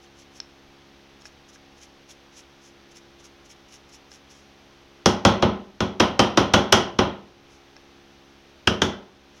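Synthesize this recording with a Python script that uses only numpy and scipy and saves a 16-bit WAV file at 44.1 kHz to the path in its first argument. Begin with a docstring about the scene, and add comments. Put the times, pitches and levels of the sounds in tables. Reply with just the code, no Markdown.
"""A chainsaw air filter is cleaned in a workshop, over the faint hum of a motor and still air.
First a brush flicks over the pleats, hissing by friction, and the frame snaps under the fingers.
From 5 s the filter is knocked ten times on the bench edge: each impact excites the modes of the plastic
frame and the bench top, the room reverberates, and a gain control briefly lowers the level.
A flick and a snap follow, then two more knocks near 8.7 s and a last faint flick."""
import sys
import numpy as np
from scipy import signal
from scipy.fft import rfft, irfft
from scipy.io import wavfile
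from scipy.ndimage import minimum_filter1d

SR = 44100
rng = np.random.default_rng(int(sys.argv[2]) if len(sys.argv) > 2 else 0)


def inscribe(sig):
    """Save sig as 16-bit PCM at rate SR to the path in sys.argv[1].

    A 1-D sig is mono; a 2-D sig holds one channel per row.
    Samples are clipped to [-1, 1] before scaling.
    """
    pcm = np.round(np.clip(np.atleast_2d(sig).T, -1, 1) * 32767)
    wavfile.write(sys.argv[1], SR, pcm.astype(np.int16))


N = 414540
TIME = np.arange(N) / SR
TAIL = TIME[:int(.7 * SR)]   # time axis of one decay

# motor hum: (harmonic number, level [dB])
HUM_HARMONICS = [(1, -4), (2, -4.5), (3, -2), (4, -0.5), (5, 2.5), (6, -4.5), (7, -8.5), (8, -8.5), (9, -8),
                 (10, -32), (11, -6.5), (12, -8)]
# still air and microphone hiss: (frequency [Hz], spectral density [dB])
AIR_SPECTRUM = [(25, -3.5), (60, 4), (130, -2.5), (300, -1.5), (600, -3), (1000, -3), (2000, -5.5),
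                (3400, -5.5), (4800, -11), (6100, -11.5), (7400, -27.5), (10000, -29.5), (16000, -31.5)]
# brush strokes: (mid time [s], level [dB], half length [s], first touch [share of the sweep])
BRUSH_FLICKS = [(0.04, -61.5, .014, 0), (0.204, -57, 0.021, 0.12), (0.369, -55.5, 0.018, 0.18),
                (1.266, -53, 0.012, .5), (1.546, -56.5, 0.013, 1.14), (1.833, -52.5, 0.016, 0.45),
                (2.11, -50, 0.014, 0), (2.384, -50.5, .019, 0.2), (2.66, -58, .03, 0),
                (2.97, -51.5, .012, 0.41), (3.254, -54, .014, 0.55), (3.511, -52, 0.013, 0.48),
                (3.742, -52, 0.019, 0.29), (3.946, -53.5, .016, .4), (4.14, -54.5, 0.022, 0),
                (4.366, -62.5, 0.051, 1.7), (7.533, -63, .028, 0), (9.373, -65, 0.021, 0)]
# bristle friction: (frequency [Hz], spectral density [dB])
BRISTLE_SPECTRUM = [(500, -18), (1500, -13), (3000, -6), (4300, -12), (5500, 1.5), (6400, 0), (7500, -11),
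                    (8800, -22), (9600, -13.5), (12000, -23), (16000, -38)]
# workshop reverberation: (frequency [Hz], level [dB])
ROOM_SPECTRUM = [(50, 8.5), (100, 13), (200, 1), (400, -2.5), (800, 1), (1500, -4), (3200, -1),
                 (6000, -6.5), (12000, -1)]
# its decay: (frequency [Hz], T60 [s])
ROOM_DECAY = [(60, 1), (200, 0.37), (500, 0.5), (1100, 0.41), (3200, 0.38), (6000, 0.27), (12000, 0.23)]
# snaps of the frame: (time [s], level [dB], extra level of the lower modes [dB])
FINGER_SNAPS = [(.4020, -18, -20), (1.2205, -39, -14), (1.255, -34, 0.5), (1.2597, -38, -3),
                (1.5588, -45.5, 6), (4.117, -34, -9), (4.310, -43, -10), (7.7657, -36.5, -2)]
# small ringing edges of the frame: (frequency [Hz], level [dB], T60 [s])
EDGE_MODES = [(900, -11, .005), (1650, -5, 0.021), (2020, -9, .024), (2500, -8, 0.018),
              (4280, -6.5, 0.0044), (5330, -2.5, 0.013), (5540, -16, 0.0052)]
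# blows: (time [s], force on the frame [dB], bench thud [dB], extra wall clack [dB],
# extra rim crack [dB], graze [share of the blow])
BLOWS = [(5.0588, -1, 0, -3.5, 3, 0.011), (5.2506, 2.5, 4, -1.5, -1.5, 0.029),
         (5.4250, -2.5, 2.5, -5.5, -7, 0.12), (5.8049, -8.5, -3, -2, -2, 0),
         (6.0008, 0.8, -2.5, -0.5, -1.5, 0.21), (6.193, 1.5, -1.5, -1, 0, 0.037),
         (6.374, 1, -1, -2.5, -2, .13), (6.538, 1.5, 1.5, 2.5, -.7, 0.23), (6.7251, 3, -1.5, 5.5, 4, 0.28),
         (6.9892, -1.4, -0.5, -3.5, -5, 0.12), (8.6734, -7, -2.5, 11.5, 2.5, 0.056),
         (8.8185, -6.5, -3.5, 8, 2.5, 0.16)]
# plastic frame: (frequency [Hz], bandwidth [Hz], level [dB])
FRAME_MODES = [(242.4, 62, 1.5), (351, 68, 4.5), (560, 136, 0), (811, 114, -0.5), (1025, 131, -1.5),
               (1282, 115, 0), (1475, 195, -5.5), (1906, 138, -4.5), (2037, 760, -11.5), (2940, 258, -6),
               (3261, 189, -4.5), (4120, 640, -13.5), (5110, 1070, -11.5), (5966, 1110, -12.5),
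               (9460, 2400, -26.5)]
# where the hollow side walls ring most: (frequency [Hz])
WALL_RESONANCES = [1600, 3020]
# bench top: (frequency [Hz], level [dB], T60 [s])
BENCH_MODES = [(57.6, -34.5, 0.34), (75.5, -28, 0.36), (100.8, -23, 0.31), (120.8, -28.5, 0.31),
               (162.2, -25, 0.31), (187.6, -31, 0.53), (201.4, -22.5, 0.47), (229.9, -23, 0.37),
               (283.4, -28, 0.42), (366, -24.5, 0.42), (382, -35.5, 0.66), (443, -30, 0.43),
               (473, -32, 0.32), (544, -27, 0.28), (640, -32, 0.4), (787, -34, 0.27), (872, -34.5, 0.33),
               (1031, -37, 0.47), (1296, -39, 0.48), (1450, -28, 0.13)]


def from_db(db):
    """Amplitude ratio of a level in decibels."""
    return np.exp(np.asarray(db) * (np.log(10) / 20))


def rms_one(x):
    """Normalisation to unit rms."""
    return x / np.sqrt(np.mean(x ** 2) + 1e-20)


def at_hz(points, hz):
    """Interpolation on a log-frequency axis."""
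    f, value = np.transpose(points)
    return np.interp(np.log(np.maximum(hz, 1)), np.log(f), value)


def add(track, s, sound):
    """Superposition of a sound starting at time s."""
    i = int(round(s * SR))
    track[i:i + len(sound)] += sound[:N - i]


def cut(x, hz, kind, order=2):
    """Maximally flat filtering."""
    sections = signal.butter(order, hz, kind, fs=SR, output="sos")
    return signal.sosfilt(sections, x + 1e-18)


def noise(spectrum):
    """Spectral shaping of white noise, at unit rms."""
    gain = from_db(at_hz(spectrum, np.arange(N // 2 + 1) * SR / N))
    return rms_one(irfft(rfft(rng.standard_normal(N)) * gain, N))


def drift(per_s):
    """Random modulation with a spread near 1."""
    knots = rng.standard_normal(N // 16)
    return np.interp(TIME * per_s, np.arange(len(knots)), knots)


def ring(x, hz, t60):
    """Damped oscillator: a unit impulse starts a decaying sine of height 1."""
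    r, w = from_db(-60 / (t60 * SR)), 2 * np.pi * hz / SR
    return signal.lfilter([0, np.sin(w)], [1, -2 * r * np.cos(w), r * r], x + 1e-18)


def resonate(x, hz, width):
    """Forced resonance with unit peak gain."""
    r, w = np.exp(-np.pi * width / SR), 2 * np.pi * hz / SR
    return signal.lfilter(np.array([1, 0, -1]) * (1 - r * r) / 2, [1, -2 * r * np.cos(w), r * r], x + 1e-18)


def motor_and_air(hum_hz=68.96, hum_db=-60.5, air_db=-55, wander=0.00209, waver_db=1.5):
    """Periodic motion gives a harmonic series, wavering a little over broadband air noise."""
    phase = 2 * np.pi * np.cumsum(hum_hz * (1 + wander * drift(1.5))) / SR
    hum = 0
    for k, db in HUM_HARMONICS:
        hum += from_db(db + waver_db * drift(3)) * np.cos(k * phase + rng.uniform(0, 2 * np.pi))
    return from_db(hum_db) * hum + from_db(air_db) * noise(AIR_SPECTRUM)


def swell(middle_s, half_s):
    """Bell-shaped envelope of height 1."""
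    return np.exp(-.5 * np.minimum(np.abs(TIME - middle_s) / half_s, 10) ** 2)


def brushing(level_db=2.5, grain_db=2.5, rasp_db=-5, touch_lead_s=0.05, touch_half_s=0.0083):
    """Friction noise follows bristle pressure: a touch, then a sweep. Firm strokes make the pleats rasp."""
    pressure = sum(from_db(db) * (touch * swell(s - touch_lead_s, touch_half_s) + swell(s, half_s))
                   for s, db, half_s, touch in BRUSH_FLICKS)
    pleats = rms_one(resonate(rng.standard_normal(N), hz=2900, width=1400))
    rasp = from_db(rasp_db) * pleats * pressure / pressure.max()
    grain = rms_one(from_db(grain_db * drift(per_s=900)))
    return from_db(level_db) * pressure * grain * (noise(BRISTLE_SPECTRUM) + rasp)


def room_echoes(count=1, build_s=0.0046):
    """Reverberation: dense reflections build up, then decay band by band; one row per source position."""
    edges_hz = np.geomspace(35, 17000, 19)
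    white, echoes = rng.standard_normal((2, count, len(TAIL))), 0
    build = 1 - np.exp(-(TAIL / build_s) ** 2)
    for k, (low, high) in enumerate(zip(edges_hz, edges_hz[1:])):
        hz = np.sqrt(low * high)
        fade = from_db(-60 * TAIL / at_hz(ROOM_DECAY, hz)) * build
        band = cut(white[k % 2], [low, high], "band")
        echoes += band * from_db(at_hz(ROOM_SPECTRUM, hz)) * fade / np.linalg.norm(fade)
    return echoes


def snaps(dull_below_hz=3500, low_cut_hz=500, top_hz=6500):
    """Impulse response: each snap under the fingers sets the plastic edges ringing briefly."""
    ringing = np.zeros(N)
    for hz, mode_db, t60 in EDGE_MODES:
        clicks = np.zeros(N)
        for s, db, dull_db in FINGER_SNAPS:
            add(clicks, s, from_db([db + mode_db + dull_db * (hz < dull_below_hz)]))
        ringing += ring(clicks, hz, t60)
    return cut(cut(ringing, low_cut_hz, "high"), top_hz, "low", order=6)


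def contact(chatter=0.51, chatter_t60=0.04, per_s=3500, soft_hz=7000):
    """Impact force: one hard impulse, then softer chatter of the frame against the bench."""
    touches = (rng.random(len(TAIL)) < per_s / SR) * rng.choice([-1, 1], len(TAIL))
    rebounds = chatter * cut(touches * from_db(-60 * TAIL / chatter_t60), soft_hz, "low", order=1)
    return (signal.unit_impulse(len(TAIL)) + rebounds)[:SR // 16]


def frame_clack(force, wall_db=0, rim_db=0, tuning=1, wall_octaves=0.31, rim_hz=4300, rim_per_octave=0.17):
    """Modal superposition: how the frame lands weights the modes of its side walls and its rim."""
    clack = 0
    for k, (hz, width, db) in enumerate(FRAME_MODES):
        mode = resonate(force, hz * tuning, width)
        mode = mode / np.linalg.norm(mode) * np.sqrt(np.pi * width / SR)   # energy follows bandwidth
        wall_share = np.exp(-(np.log2(hz / np.array(WALL_RESONANCES)) / wall_octaves) ** 2).max()
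        octaves_up = np.log2(hz / rim_hz)
        rim_share = (.5 + .5 * np.tanh(10 * octaves_up)) * (1 + rim_per_octave * octaves_up)
        clack += (-1) ** k * mode * from_db(db + wall_db * wall_share + rim_db * rim_share)
    return clack


def bench_boom(swell_s=0.0048):
    """Free vibration: the bench top takes up the blow more slowly and its damped modes ring on."""
    phases = rng.uniform(0, 2 * np.pi, len(BENCH_MODES))
    modes = sum(from_db(db - 60 * TAIL / t60) * np.sin(2 * np.pi * hz * TAIL + phase)
                for (hz, db, t60), phase in zip(BENCH_MODES, phases))
    return modes * (1 - np.exp(-TAIL / swell_s))


def knocks(clack_db=32.0, boom_db=4.5, edge_hz=6900, leak_db=-13, shared_echo=0.58,
           diffuse_wall=0.45, grip_detune=0.027, graze_lead_s=.0025):
    """Impact excites frame and bench; each grip shifts the frame's tuning, each spot has its own echo."""
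    clacks, booms = np.zeros(N), np.zeros(N)
    echoes = (room_echoes(count=len(BLOWS)) + shared_echo * room_echoes()) / np.hypot(1, shared_echo)
    tunings = np.exp(grip_detune * rng.standard_normal(len(BLOWS)))
    for (s, force_db, thud_db, wall_db, rim_db, graze), echo, tuning in zip(BLOWS, echoes, tunings):
        force = from_db(force_db)
        # landing askew, the rim grazes the bench just before the blow
        add(clacks, s - graze_lead_s, graze * force * frame_clack(contact()))
        add(clacks, s, force * frame_clack(contact(), wall_db, rim_db, tuning))
        # the diffuse field evens out the chatter and the directivity of the side walls
        diffuse = frame_clack(signal.unit_impulse(SR // 20), diffuse_wall * wall_db, rim_db, tuning)
        add(clacks, s, force * signal.oaconvolve(diffuse, echo))
        add(booms, s, from_db(thud_db) * bench_boom())
    # plastic radiates little above its highest strong resonance
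    treble = from_db(leak_db) * cut(clacks, edge_hz, "high", order=8)
    clacks = cut(clacks, edge_hz, "low", order=8) + treble
    return from_db(clack_db) * clacks + from_db(boom_db) * booms


def scene(close_echo_db=-12):
    """The sources superpose; the hands are near the microphone, so their direct sound dominates."""
    hands = brushing() + snaps()
    reflections = from_db(close_echo_db) * signal.oaconvolve(hands, room_echoes()[0])[:N]
    return (hands + reflections + knocks() + motor_and_air())[None]


def record(dry, threshold_db=-14, depth_db=2.0, hold_s=0.38, smooth_hz=6, ceiling=0.83, cutoff_hz=16000):
    """Compression: loud peaks hold the gain down; saturation rounds them; a low-pass limits the band."""
    over_db = 20 * np.log10(np.abs(dry[0]) + 1e-9) - threshold_db
    span = 2 * int(hold_s * SR / 2) + 1
    gain_db = minimum_filter1d(-np.clip(over_db, 0, depth_db), span, origin=span // 2)
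    held = dry * from_db(cut(gain_db, smooth_hz, "low", order=1))
    rounded = held / (1 + (held / ceiling) ** 4) ** .25
    return signal.sosfilt(signal.ellip(10, .1, 70, cutoff_hz, fs=SR, output="sos"), rounded)


dry = scene()
out = record(dry)
inscribe(out)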